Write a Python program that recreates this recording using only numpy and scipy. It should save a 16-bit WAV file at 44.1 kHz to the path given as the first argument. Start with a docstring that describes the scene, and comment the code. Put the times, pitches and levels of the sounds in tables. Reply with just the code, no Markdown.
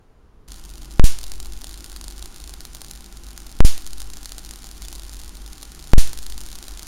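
"""First comes a moment of quiet room air. Then an electrostatic machine is heard turning its discs:
small discharges tick at the brushes, charge hisses into the air (corona) and the drive hums low.
Three big sparks jump between the metal balls, and a small metal part pings once. Each big spark
jams the nearby camera's preamplifier for an instant; it then swings back with a thump into the
ring of the small room."""
import sys
import numpy as np
from scipy import signal
from scipy.fft import rfft, irfft, next_fast_len
from scipy.io import wavfile

SR = 44100
rng = np.random.default_rng(int(sys.argv[2]) if len(sys.argv) > 2 else 0)


def dump(signal):
    """Clip the signal to [-1, 1] and save it as 16-bit WAV at the path in sys.argv[1]."""
    limited = np.clip(np.atleast_2d(signal).T, -1, 1)
    pcm = np.round(limited * 32767).astype(np.int16)
    wavfile.write(sys.argv[1], SR, pcm)


N = 302967
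START_S = 0.477  # the machine is heard from here on

# big sparks: (time [s], how long the preamplifier stays jammed [s], level of the room's ring [dB])
BIG_SPARKS = [(0.9966, 0.043, -15.5), (3.6053, 0.043, -15.5), (5.935, .0446, -15.5)]
# the loudest ticks at the brushes: (time [s], relative level [dB])
LOUD_TICKS = [(0.518, -19), (1.1868, -15), (1.2121, -22), (1.2304, -19), (1.2387, -16), (1.3173, -14.5),
              (1.4004, -16), (1.4566, -20.5), (1.6162, -21.5), (1.6422, -15.5), (1.6921, -21.5),
              (1.7406, -21), (1.8422, -18), (1.9616, -17.5), (2.0111, -17.5), (2.0403, -19), (2.0802, -16),
              (2.2242, -16.5), (2.2571, -18.5), (2.439, -20), (2.5374, -18.5), (2.605, -18.5),
              (2.6508, -17), (2.7476, -17.5), (2.8161, -16.5), (2.8454, -21), (2.9103, -16), (3.3762, -16),
              (3.7773, -15.5), (3.8643, -16), (3.8736, -19), (3.9312, -17), (4.0021, -16.5), (4.0171, -17),
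              (4.134, -19), (4.1692, -19.5), (4.2562, -14), (4.3193, -15.5), (4.3809, -15), (4.5087, -16),
              (4.8199, -17.5), (4.8826, -16.5), (4.9267, -17.5), (5.6286, -17), (6.0736, -17.5),
              (6.1305, -14.5), (6.174, -17.5), (6.1874, -16.5), (6.2277, -20), (6.2639, -15.5),
              (6.322, -18), (6.3778, -17), (6.6258, -18.5), (6.6812, -18), (6.773, -19.5), (6.793, -17.5)]
# tone colours, or how strong each pitch is in a sound: (frequency [Hz], relative level [dB])
SPARK_COLOUR = [(100, -5.5), (500, -14), (1200, -12), (2500, -8), (4500, -3.5), (7000, -1), (9500, -2),
                (12000, -7.5), (15500, -15)]
BRUSH_COLOUR = [(200, -16.5), (700, -6.5), (1400, -7.5), (2400, -10), (3200, -5), (3900, 0), (4600, 1),
                (5700, -3), (7000, 0), (9500, -1.5), (11500, -8), (14500, -10.5), (16000, -13.5)]
CORONA_COLOUR = [(300, -14), (1000, 2), (2400, -1.5), (3200, 0.5), (4300, -2.5), (5700, 1), (7200, -0.5),
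                 (9500, -2.5), (12000, -6), (15700, -19)]
RUMBLE_COLOUR = [(8, 6), (20, 9), (55, -2.5), (72, -5), (95, -32), (180, -22), (380, -18.5), (480, -33),
                 (800, -27), (1600, -40), (3000, -34), (8000, -84)]
AIR_COLOUR = [(10, 1), (40, 4), (90, -6), (150, -12), (300, -18), (430, -15), (550, -23.5), (1200, -25.5),
              (2000, -35), (5000, -42.5), (9000, -46), (16000, -56)]
# pitches at which the drive and its frame ring: (frequency [Hz], width [Hz], level [dB])
FRAME_RESONANCES = [(139, 6.8, -59), (189.5, 31, -60), (250, 24, -61.5), (299, 21, -61.5),
                    (340.2, 8.3, -61.5), (792, 41, -67), (1420, 125, -66)]
# how hard the drive works: (time [s], gain of rumble and hum [dB])
DRIVE_EFFORT = [(0.7, -2), (1.4, 2), (1.85, -1), (2.3, 2.5), (2.8, -3), (4.1, -1.5), (4.55, -1.5),
                (5.25, 0.5), (5.7, -3), (6.85, 2)]
# how long the room echoes: (frequency [Hz], time to fade by 60 dB [s])
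ROOM_FADE = [(150, 0.38), (1000, 0.45), (4000, 0.39), (8000, 0.33), (15000, 0.29)]


def sparks(leader_db=-33, leader_s=0.0022):
    """A faint first spark (the leader) bridges the gap; the charged jars empty and the room rings."""
    out, crack = np.zeros(N), click(SPARK_COLOUR)
    for s, _, db in BIG_SPARKS:
        ring = signal.fftconvolve(room_echo(), crack)
        add(out, s - leader_s, amp(leader_db) * discharge())
        add(out, s, amp(db) * ring / np.std(ring[:441]))  # level set by the first 10 ms
    return out


def overload(x, release_s=0.0021, rebound=0.83, settle_s=0.082, leak_db=-50):
    """Each spark pins the preamplifier at -1, almost mute; it lets go, overshoots and settles."""
    t, out = np.arange(N) / SR, x
    pinned = amp(leak_db) * x - 1
    for s, jammed_s, _ in BIG_SPARKS:
        since_release = np.maximum(t - s - jammed_s, 0)
        held = np.exp(-since_release / release_s)
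        thump = rebound * np.exp(-since_release / settle_s) - (1 + rebound) * held
        recovering = (1 - 0.5 * held) * out + thump
        out = np.where(t < s, out, np.where(since_release > 0, recovering, pinned))
    return out


def discharge(body_db=0, body_hz=2000, spread_s=0.00032, echo_fade_s=0.015, size=1024):
    """One tick: a cluster of tiny spark threads, then echoes off the discs and frame."""
    t = np.arange(size) / SR - 0.001
    threads = rfft(np.exp(-(t / spread_s) ** 2) * rng.standard_normal(size))
    snap = irfft(threads / np.abs(threads))  # smeared in time, yet even at all frequencies
    echo_db = -25 + rng.normal(0, 2) - 60 * np.abs(t) / echo_fade_s
    echoes = amp(echo_db) * (t > 0) * rng.laplace(size=size)
    # each tick leaps from another spot and so has its own colour
    colour = [(hz, db + rng.normal(0, 1) + body_db * (hz < body_hz)) for hz, db in BRUSH_COLOUR]
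    tick = signal.fftconvolve(snap + echoes, click(colour))
    return tick / np.std(tick[:132])  # level set by the first 3 ms


def brushes(corona_db, loud_gain_db=-14, echo_db=-13.5, clear_s=0.018, middle_per_s=19, faint_per_s=85):
    """Charged foil strips pass the brushes: loud and middling ticks echo, faint ones fall between."""
    out = np.zeros(N)
    ticks = [(s + 0.0004, amp(db + loud_gain_db) * discharge()) for s, db in LOUD_TICKS]
    for s in uneven_times(middle_per_s):
        # a loud tick takes all the charge around its moment; lesser ones have less body
        if all(abs(s - loud_s) > clear_s for loud_s, _ in LOUD_TICKS):
            above_db = 13 - 3 * lull(s) + rng.normal(0, 0.9)
            ticks.append((s, amp(corona_db[int(s * SR)] + above_db) * discharge(body_db=-1)))
    for s, tick in ticks:
        add(out, s, tick)
        add(out, s, amp(echo_db) * signal.fftconvolve(tick, room_echo()))
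    for s in uneven_times(faint_per_s):
        above_db = 2.5 + 5.5 * np.clip(rng.standard_normal(), -2, 1.5)
        add(out, s, amp(corona_db[int(s * SR)] + above_db) * discharge(body_db=-1))
    return out


def lull(t, before_s=1, fade_s=0.27):
    """How far the crackle eases: 0 while the jars fill freely, 1 when nearly full before a spark."""
    return sum(np.clip((t - s + before_s) / fade_s, 0, 1) * (t < s) for s, _, _ in BIG_SPARKS)


def corona(corona_db, hiss_gain_db=-3, crackle_gain_db=-8, spikes_per_s=500):
    """Charge leaks into the air as a hiss with fine crackle in it."""
    spikes = (rng.random(N) < spikes_per_s / SR) * rng.standard_normal(N)
    crackle = unit(signal.fftconvolve(spikes, click(BRUSH_COLOUR))[:N])
    return amp(corona_db) * (amp(hiss_gain_db) * noise(CORONA_COLOUR) + amp(crackle_gain_db) * crackle)


def drive(t, low_db=-40, hum_hz=48.07, hum_width_hz=6):
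    """Belts and bearings rumble under a wavering hum and keep the frame ringing."""
    effort_db = np.interp(t, *np.transpose(DRIVE_EFFORT))
    rumble = noise(RUMBLE_COLOUR)
    hum = resonance(hum_hz, hum_width_hz)
    frame = sum(amp(db) * resonance(hz, width) for hz, width, db in FRAME_RESONANCES)
    return amp(low_db + effort_db) * (rumble + hum) + frame


def ping(t, at_s=4.843, pitch_hz=3520, gain_db=-35, attack_s=0.003, fade_s=0.05):
    """A small metal part rings once."""
    age = np.maximum(t - at_s, 0)
    loudness = amp(gain_db - 60 * age / fade_s) * (1 - np.exp(-age / attack_s))
    return loudness * np.sin(2 * np.pi * pitch_hz * age)


def room_echo(size=256):
    """A wash of echoes off the walls, energy 1; each frequency dies at its own speed."""
    hz, t, spectrum = signal.stft(rng.standard_normal(SR // 2), SR, nperseg=size)
    fade = amp(-60 * t / along(ROOM_FADE, hz)[:, None])
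    tail = signal.istft(spectrum * fade, SR, nperseg=size)[1]
    return tail / np.linalg.norm(tail)


def room_air(level_db=-49):
    """The soft, deep, steady noise of the room."""
    return amp(level_db) * noise(AIR_COLOUR)


def amp(db):
    """Turn decibels into a gain."""
    return 10 ** (np.asarray(db) / 20)


def unit(x):
    """Scale to an average level (rms) of 1."""
    return x / np.sqrt(np.mean(x ** 2) + 1e-20)


def along(points, hz):
    """Read between (frequency, value) points on a log frequency axis."""
    frequencies, values = np.transpose(points)
    return np.interp(np.log(hz + 1), np.log(frequencies), values)


def filtered(x, response):
    """Scale each frequency in x by response(hz)."""
    size = next_fast_len(N + SR // 2)
    return irfft(rfft(x, size) * response(np.fft.rfftfreq(size, 1 / SR)), size)[:N]


def noise(colour):
    """Noise of level 1 with the given tone colour."""
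    return unit(filtered(rng.standard_normal(N), lambda hz: amp(along(colour, hz))))


def resonance(centre_hz, width_hz):
    """A narrow band of noise, heard as a wavering tone."""
    band = lambda hz: 1 / (1 + ((hz - centre_hz) / width_hz) ** 2) ** 2
    return unit(filtered(rng.standard_normal(N), band))


def click(colour, size=512):
    """The shortest click with the given tone colour, energy 1."""
    cepstrum = irfft(np.log(amp(along(colour, np.fft.rfftfreq(size, 1 / SR)))))
    # folding the second half onto the first packs the energy at the start
    cepstrum[1:size // 2] *= 2
    cepstrum[size // 2 + 1:] = 0
    pulse = irfft(np.exp(rfft(cepstrum)))
    return pulse / np.linalg.norm(pulse)


def uneven_times(per_s, evenness=3):
    """Random moments while the machine runs."""
    times = START_S + np.cumsum(rng.gamma(evenness, 1 / (evenness * per_s), size=800))
    return times[times < (N - 1) / SR]


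def add(track, s, sound):
    """Mix a sound into the track at s seconds."""
    part = track[max(round(s * SR), 0):][:len(sound)]
    part += sound[:len(part)]


def scene(corona_start_db=-50.5, rise_db_per_s=0.5, lull_db=-1.04):
    """Quiet room air, then the running machine and its sparks."""
    t = np.arange(N) / SR
    # the corona grows as the discs keep turning, and dips before each spark
    corona_db = corona_start_db + rise_db_per_s * (t - START_S) + lull_db * lull(t)
    running = np.clip((t - START_S) / 0.0016, 0, 1)
    machine = drive(t) + corona(corona_db) + brushes(corona_db) + ping(t)
    return room_air() + running * machine + sparks()


def record(dry, low_cut_hz=1.2, notch_hz=8000, notch_width_hz=750, edge_hz=7000, top_hz=15900):
    """The camera overloads, drains slow drift, cuts a narrow treble band, clips and drops the top."""
    low_cut = lambda hz: 1j * hz / (low_cut_hz + 1j * hz)  # a coupling capacitor
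    notch = lambda hz: (notch_hz ** 2 - hz ** 2) / (notch_hz ** 2 - hz ** 2 + 1j * hz * notch_width_hz)
    swing = overload(np.zeros(N))
    # the preamplifier can only swing so fast, which rounds the edges
    rounded_swing = filtered(swing, lambda hz: 1 / (1 + 1j * hz / edge_hz))
    overloaded = overload(dry) - swing + rounded_swing
    clipped = np.clip(filtered(overloaded, lambda hz: low_cut(hz) * notch(hz)), -1, 1)
    return filtered(clipped, lambda hz: 1 / np.sqrt(1 + (hz / top_hz) ** 120))


dry = scene()
out = record(dry)
dump(out)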